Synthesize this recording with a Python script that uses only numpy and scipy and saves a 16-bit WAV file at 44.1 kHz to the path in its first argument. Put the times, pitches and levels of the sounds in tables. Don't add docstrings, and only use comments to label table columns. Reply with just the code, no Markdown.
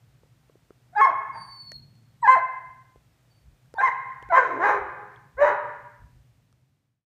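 import sys
import numpy as np
from scipy import signal
from scipy.fft import rfft, irfft, next_fast_len
from scipy.io import wavfile

SR = 44100
rng = np.random.default_rng(int(sys.argv[2]) if len(sys.argv) > 2 else 0)


def attenuation_scalar(level_db):
    decades = np.asarray(level_db, float) / 20
    return 10 ** decades


def log_audio(samples):
    frames = np.atleast_2d(samples).T
    limited = np.clip(frames, -1, 1)
    pcm = np.round(limited * 32767).astype(np.int16)
    wavfile.write(sys.argv[1], SR, pcm)


N = 312699
TIME = np.arange(N) / SR


def rms_one(x):
    return x / np.sqrt(np.mean(x ** 2) + 1e-20)


def columns(rows, t):
    seconds, *rest = np.transpose(rows)
    return [np.interp(t, seconds, column) for column in rest]


def at_hz(points, hz):
    table_hz, values = np.array(points)[:, :2].T
    return np.interp(np.log(hz + 1), np.log(table_hz), values)


def wobble(cut_hz, size):
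    low_pass = signal.butter(2, cut_hz, fs=SR, output="sos")
    settled = signal.sosfilt(low_pass, rng.standard_normal(size + 2000))[2000:]
    return rms_one(settled)


def resonate(x, hz, width_hz):
    r = np.exp(-np.pi * width_hz / SR)
    feed = np.array([1, 0, -1]) * (1 - r * r) / 2
    return signal.lfilter(feed, [1, -2 * r * np.cos(2 * np.pi * hz / SR), r * r], x)


def span(rows):
    start = round(rows[0][0] * SR)
    t = np.arange(start, round(rows[-1][0] * SR)) / SR
    fade = np.clip(np.minimum(t - t[0], t[-1] - t) / 0.0015, 0, 1)
    return start, t, fade


def barks():
    # time in seconds, pitch in Hz, level in dB,
    # mouth opening as tilt in dB per octave.
    bark_1 = [
        [(.95, 713, -45, -5.5), (.966, 862.5, -22.5, -13.5), (.982, 811, -19.5, -6.5),
         (1.012, 883.5, -17.5, -1)],
        [(1.012, 1106, -11, -3.5), (1.035, 1075, -17, 0.5), (1.052, 1075, -10, -6), (1.066, 733, -30, -18),
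         (1.12, 590, -35.5, -3.5)],
    ]
    bark_2 = [
        [(2.22, 988, -58, -19), (2.231, 986, -20, -17), (2.262, 813, -21, 2.5), (2.277, 836, -18, -5)],
        [(2.275, 1009, -13.5, -4), (2.3, 1035, -6, -11), (2.345, 1044, -19.5, 4.5), (2.37, 657, -25.5, -21.5),
         (2.41, 740, -45, -16.5)],
    ]
    bark_3 = [
        [(3.783, 781, -23.5, -10.5), (3.795, 788.5, -25, 3), (3.815, 824.5, -20, -5), (3.83, 867, -35, -2)],
        [(3.812, 1035, -38, 5), (3.838, 1048, -14, -8.5), (3.86, 1050, -22, 7), (3.882, 957, -20, -1.5),
         (3.9, 926, -45, 4)],
    ]
    bark_4 = [
        [(4.295, 722, -53, 3.5), (4.305, 755.4, -27, -8), (4.325, 669.7, -22, -14), (4.36, 648, -31, -2)],
        [(4.322, 988.4, -22, -14.5), (4.355, 1024, -13.5, -10), (4.385, 1072, -12.5, -6),
         (4.408, 965, -24, -5.5), (4.44, 991.6, -27, -14)],
    ]
    bark_5 = [
        [(4.57, 601.2, -49, -33.5), (4.605, 679, -27, -9.5), (4.628, 727.5, -23.5, -6.5),
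         (4.64, 813, -17.5, -4), (4.715, 838, -29.5, -12.5), (4.79, 794.4, -33, -36)],
        [(4.645, 980.6, -28.5, -9), (4.695, 1042, -22.5, -14.5), (4.775, 1028, -34.5, -15.5)],
    ]
    bark_6 = [
        [(5.368, 470.5, -56, -7), (5.385, 527.4, -29.5, -13.5), (5.42, 590.1, -15, -22),
         (5.485, 597.8, -30.5, -7.5)],
        [(5.418, 959, -37, -10.5), (5.445, 941.5, -20.5, -14.5), (5.47, 986.7, -22.5, -2),
         (5.485, 989.3, -19, -11.5), (5.545, 728.6, -41, -11.5)],
    ]
    whimpers = [
        [(.925, 726, -68, -15.5), (.935, 702, -50, -23), (.949, 776, -51, -16.5)],
        [(1.335, 852, -53, -19), (1.36, 910.6, -38.5, -18), (1.395, 928, -50, -15)],
        [(3.748, 878, -49, -14.5), (3.762, 914, -46.5, -24.5), (3.783, 873, -32, -9)],
        [(4.44, 1015, -34, .5), (4.49, 638.4, -42, -30.5), (4.58, 499.3, -42.5, -34.5)],
    ]
    # half-pitch tones in dB at start, middle
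    strain = [(-37, -37.5, -41.5, 0.1, .1), (-55, -15, -1.5, .02, .05), (-30, -28, 5, .02, .3),
              (-38, -44, -42, 0.3, 0), (-54, -46.5, -33, 0, 0.12), (-19.5, -11.5, -17.5, 0, 0.41),
              (-62.5, -51, -61, 0.15, 0), (-42, -37, -16, .06, .5), (-24, -31.5, -24, .04, 0.41),
              (-47.5, -12.5, -6, 0, .45), (-26, -1.5, 4, 0.16, 0.27), (6, 18.5, 17, 0.8, 0.51),
              (10.5, -6.5, 12, 0.2, .32), (-3, -2, 8, 0.5, 0.29), (-54.5, -23.5, -9, 0.1, 0.34),
              (-15, -8, 8, .24, .36), ]
    # frequency in Hz, gain in dB.
    throat = [(200, -32), (300, -3), (500, 3), (1000, 11), (1600, 12), (2150, 1.5), (2330, -13),
              (2600, -11.5), (3200, -25), (3500, -35), (3850, -30), (4500, -36), (6300, -34.5),
              (16000, -60)]
    # centre in Hz, width in Hz, gain in dB.
    breath = [(560, 190, -11.5), (1040, 490, -5.5), (1650, 230, 0.5), (2076, 380, -9.5), (2500, 140, -22.5),
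              (3020, 300, -27.5), (3850, 350, -28), (4800, 170, -38.5), (6140, 1100, -35), (8600, 740, -47),
              (11600, 890, -45), (14000, 2200, -55.5)]
    voice, hiss = np.zeros(N), np.zeros(N)
    registers = sorted(bark_1 + bark_2 + bark_3 + bark_4 + bark_5 + bark_6 + whimpers)
    k = np.arange(1, 29)[:, None]
    half_weight = (k % 2) * np.where(k == 1, 1.4, np.where(k > 4, 0.7, 1))
    for rows, (*halves_db, fresh, tired) in zip(registers, strain):
        start, t, fade = span(rows)
        hz, level_db, tilt_db = columns(rows, t)
        progress = (t - t[0]) / (t[-1] - t[0])
        half_db = np.interp(progress, [0, 0.5, 1], halves_db)
        rough = np.clip(fresh + (tired - fresh) * progress ** 2, 0, 1)
        slip, shake, air = (wobble(cut_hz, size=12000)[:len(t)] for cut_hz in (110, 200, 15500))
        phase = np.pi * np.cumsum(hz) / SR
        tone_hz = k * hz / 2

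        opening_db = tilt_db * np.log2(np.clip(k / 2, 1, 2))
        size = attenuation_scalar(opening_db + half_db * half_weight) * (tone_hz < 15500)
        draws = rng.standard_normal((28, 20))
        flicker = np.array([np.interp(t - t[0], np.arange(20) * 0.022, row) for row in draws])
        size *= attenuation_scalar((tone_hz > 2300) * (0.5 * (level_db + 14.5) + 5.5 * flicker))
        heard = np.sqrt(np.sum((size * attenuation_scalar(at_hz(throat, tone_hz))) ** 2, axis=0) / 2)

        timing_slip = (1.8 * k ** 0.13 * rough + 0.045 * k * (k > 6)) * slip
        tones = np.sum(size * np.sin(k * phase + k * k + timing_slip), axis=0)
        loudness = fade * attenuation_scalar(level_db)
        voice[start:start + len(t)] += loudness * (1 + 1.3 * rough * np.tanh(shake)) * tones / heard
        puffs = air * (1 + 0.34 * np.cos(2 * phase))
        hiss[start:start + len(t)] += loudness * rough ** 1.23 * puffs

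    size = next_fast_len(N)
    hz = np.arange(size // 2 + 1) * SR / size
    mouth = sum(attenuation_scalar(db) * np.exp(-((hz - centre) / width) ** 2) for centre, width, db in breath)
    voiced = rfft(voice, size) * attenuation_scalar(at_hz(throat, hz))
    breathed = attenuation_scalar(17.5) * rfft(hiss, size) * mouth
    return irfft(voiced + breathed, size)[:N]


def squeak_rows(s, length, hz, db, second_db):
    shape = ((0, 15.5), (0.17, 0), (1, 9.5))
    return [(s + share * length, hz, db - loss_db, db - loss_db + second_db, -110)
            for share, loss_db in shape]


def whistles():
    # time in seconds, pitch in Hz, level in dB.
    whistle = [
        (1.327, 4720, -70.5),
        (1.383, 4596, -51.5),
        (1.575, 4493, -46.5),
        (1.677, 4430, -48.5),
        (1.767, 4289, -42),
        (1.801, 4320, -53.5),
    ]
    # start in seconds, length in seconds, pitch in Hz,
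    # level in dB, second tone against the first in dB.
    squeaks = [(3.3, 0.095, 4556, -67.5, -23.5), (.955, .05, 3850, -62, -13.5),
               (0.976, 0.021, 4870, -53.5, -31), (2.216, 0.038, 3960, -67, 7.5),
               (3.752, .028, 4530, -71.5, -14.5), (3.774, 0.028, 3590, -58.5, -29.5),
               (3.789, 0.023, 3900, -50, -16.5), (4.298, 0.042, 4040, -69, -23.5),
               (5.395, .03, 4080, -69.5, -32.5), (5.415, 0.077, 3800, -57.5, -21)]
    second_db, second_loss_db_per_s, third_db = -14.5, 54.5, -34.5
    out = np.zeros(N)
    speaks_s = whistle[1][0]
    long = [(s, hz, db, db + second_db - second_loss_db_per_s * (s - speaks_s), db + third_db)
            for s, hz, db in whistle]
    for rows in [long] + [squeak_rows(*row) for row in squeaks]:
        start, t, fade = span(rows)
        hz, *levels_db = columns(rows, t)
        phase = 2 * np.pi * np.cumsum(hz) / SR + 0.15 * wobble(80, size=30000)[:len(t)]
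        tones = sum(attenuation_scalar(db) * np.sin((k + 1) * phase) for k, db in enumerate(levels_db))
        tremble = attenuation_scalar(0.44 * wobble(40, size=30000)[:len(t)])
        out[start:start + len(t)] += np.sqrt(2) * fade * tones * tremble
    return out


def ticks():
    # time in seconds, thud level in dB, thud pitch in Hz, ring level in dB, ring pitch in Hz.
    paws = [(.234, -42.5, 470, -54, 856), (.26, -52, 480, -58, 900), (.497, -40.5, 470, -52, 1100),
            (0.555, -39, 405, -60, 1230), (.706, -32, 400, -45, 1310), (2.959, -41.5, 470, -46, 663),
            (5.03, -34, 500, -60, 896.6), (5.161, -70, 693.5, -48.5, 3340)]
    claws = [(1.7184, -36.5, 610, -33.5, 1876), (1.954, -67, 683, -59, 4290),
             (3.658, -62, 670.5, -59.5, 1650), (3.74, -27.5, 487, -41.5, 1380),
             (4.226, -34.5, 460, -47, 3080), (4.289, -35.5, 403.4, -52, 2500),
             (6.527, -59, 691, -52.5, 1296)]
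    paw_crack_db, claw_crack_db = -23, -1.5
    out, t = np.zeros(N), np.arange(1500) / SR
    dull = signal.butter(2, [2500, 8000], "band", fs=SR, output="sos")
    contacts = sorted([(*row, paw_crack_db) for row in paws] + [(*row, claw_crack_db) for row in claws])
    for s, thud_db, thud_hz, ring_db, ring_hz, crack_db in contacts:
        thud = np.sin(2 * np.pi * thud_hz * t) * np.exp(-t / 0.0021) * (1 - np.exp(-t / 0.00064))
        ring = np.sin(2 * np.pi * ring_hz * t) * np.exp(-t / 0.0016)
        crack = 1.5 * signal.sosfilt(dull, rng.standard_normal(1500)) * np.exp(-t / 0.0009)
        at = round(s * SR)
        out[at:at + 1500] += attenuation_scalar(thud_db) * thud + attenuation_scalar(ring_db) * ring + attenuation_scalar(ring_db + crack_db) * crack
    return out


def patio(x):
    # delay in seconds, level in dB.
    echoes = [(.0045, -14), (0.012, -19.5), (.019, -9), (.031, -22.5), (.047, -14.5)]
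    # from in seconds,
    # ring against direct sound in dB, length of the ring with 1 as usual.
    facing = [
        (0.0, -5, .95),
        (1.25, -3.5, 0.81),
        (2.1, -6.5, 0.9),
        (2.9, -6.5, 1.13),
        (4.28, -8, 1.01),
        (4.55, -6.5, 1.13),
        (5.3, -2, 0.94),
    ]
    # frequency in Hz, time to fall 60 dB in seconds.
    patio_t60 = [(250, 1), (600, 0.77), (1000, 0.93), (2500, 1.02), (3300, 0.88), (3900, .38), (5500, 0.41),
                 (9000, 0.22), (16000, 0.18)]
    # delay in seconds, smear in seconds, level over the ring in dB.
    far_walls = [(0.271, .025, 1), (.45, 0.08, 1)]
    t, edges = np.arange(SR) / SR, 170 * 2 ** np.arange(0, 6.6, 0.5)
    out = x + sum(attenuation_scalar(db) * np.roll(x, round(lag * SR)) for lag, db in echoes)
    starts = [round(row[0] * SR) for row in facing] + [N]
    for (_, ring_db, length), first, last in zip(facing, starts, starts[1:]):
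        tail, white = 0, rng.standard_normal((2, SR))
        for k, (low, high) in enumerate(zip(edges, edges[1:])):
            band_pass = signal.butter(2, [low, high], "band", fs=SR, output="sos")
            band = signal.sosfilt(band_pass, white[k % 2])
            t60 = length * at_hz(patio_t60, np.sqrt(low * high))
            tail = tail + band * attenuation_scalar(-60 * t / t60)
        tail *= attenuation_scalar(ring_db) * (1 - np.exp(-t / 0.0088)) / np.sqrt(SR * 0.06)
        tail *= attenuation_scalar(sum(db * np.exp(-((t - lag) / smear) ** 2) for lag, smear, db in far_walls))
        tail *= attenuation_scalar(-9 * (np.maximum(t - 0.47, 0) * 5) ** 2)
        out[first:last + SR - 1] += signal.fftconvolve(x[first:last], tail)[:N - first]
    return out


def surroundings():
    # frequency in Hz, level in dB per Hz.
    air_colour = [(140, -30.5), (240, 1.5), (405, -6.5), (638, -5.5), (1060, -10), (1910, -11.5),
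                  (3650, -15.5), (4910, -17.5), (8890, -20.5), (10400, -24.5), (15500, -22.5)]
    # time in seconds, load in dB.
    load = [(0, -0.7), (.61, -3.5), (1.42, 3.5), (1.56, -2), (1.74, 4.5), (2.51, -1.5), (3.28, -3.5),
            (4.6, 1.5), (6.0, -0.9), (7.09, 1.5)]
    # time in seconds, peak in dB, length in seconds.
    gusts = [(0.094, -63, 0.035), (0.244, -68, 0.029), (1.342, -65, .04), (1.465, -67, 0.061),
             (1.774, -58.5, 0.036), (2.28, -64, 0.052), (2.678, -70.5, 0.03), (2.976, -59, 0.014),
             (3.12, -71, 0.026), (3.491, -51.5, 0.045), (3.773, -65, 0.081), (4.26, -54, .06),
             (4.815, -49, 0.036), (4.88, -61, 0.032), (5.045, -79, 0.085), (5.373, -47, 0.021),
             (5.451, -54, .05), (5.811, -67, 0.026), (6.037, -44, .03), (6.169, -53.5, 0.047),
             (6.357, -68.5, 0.045), (6.544, -62, .02)]
    load_db, = columns(load, TIME)
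    calm = attenuation_scalar(-74)
    wind = calm + sum(attenuation_scalar(db) * np.exp(-((TIME - s) / length) ** 2) for s, db, length in gusts)
    size = next_fast_len(N)
    colour = attenuation_scalar(at_hz(air_colour, np.arange(size // 2 + 1) * SR / size))
    air = rms_one(irfft(rfft(rng.standard_normal(size)) * colour, size)[:N])
    white = rng.standard_normal((4, N))
    low_hum = rms_one(resonate(resonate(white[0], 120, 46), 120, 33))
    wide_hum = rms_one(resonate(resonate(white[1], 130, 64), 130, 64))
    hum = low_hum + 0.36 * wide_hum
    rumble_band = signal.butter(2, [140, 225], "band", fs=SR, output="sos")
    rumble = rms_one(signal.sosfilt(rumble_band, white[2]))
    lumps = rms_one(resonate(resonate(white[3], 57, 26), 47, 68))
    machine = hum * attenuation_scalar(-60 + load_db) + rumble * attenuation_scalar(-76 + 3.9 * load_db)
    return air * attenuation_scalar(-69.5) + machine + lumps * wind


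def scene():
    fade_from_s, fade_to_s = 6.11, 7.054
    fade = np.clip((fade_to_s - TIME) / (fade_to_s - fade_from_s), 0, 1)
    dog = patio(barks() + whistles()) + ticks()
    return (fade * (dog + surroundings()))[None, :]


def roll_off(x):
    return signal.sosfilt(signal.butter(12, 15690, fs=SR, output="sos"), x)


def record(dry):
    bass_cut = signal.butter(2, 32, "high", fs=SR, output="sos")
    top_cut = signal.cheby2(12, 60, 16200, fs=SR, output="sos")
    mix = signal.sosfilt(top_cut, signal.sosfilt(bass_cut, dry))
    return roll_off(mix)


dry = scene()
out = record(dry)
log_audio(out)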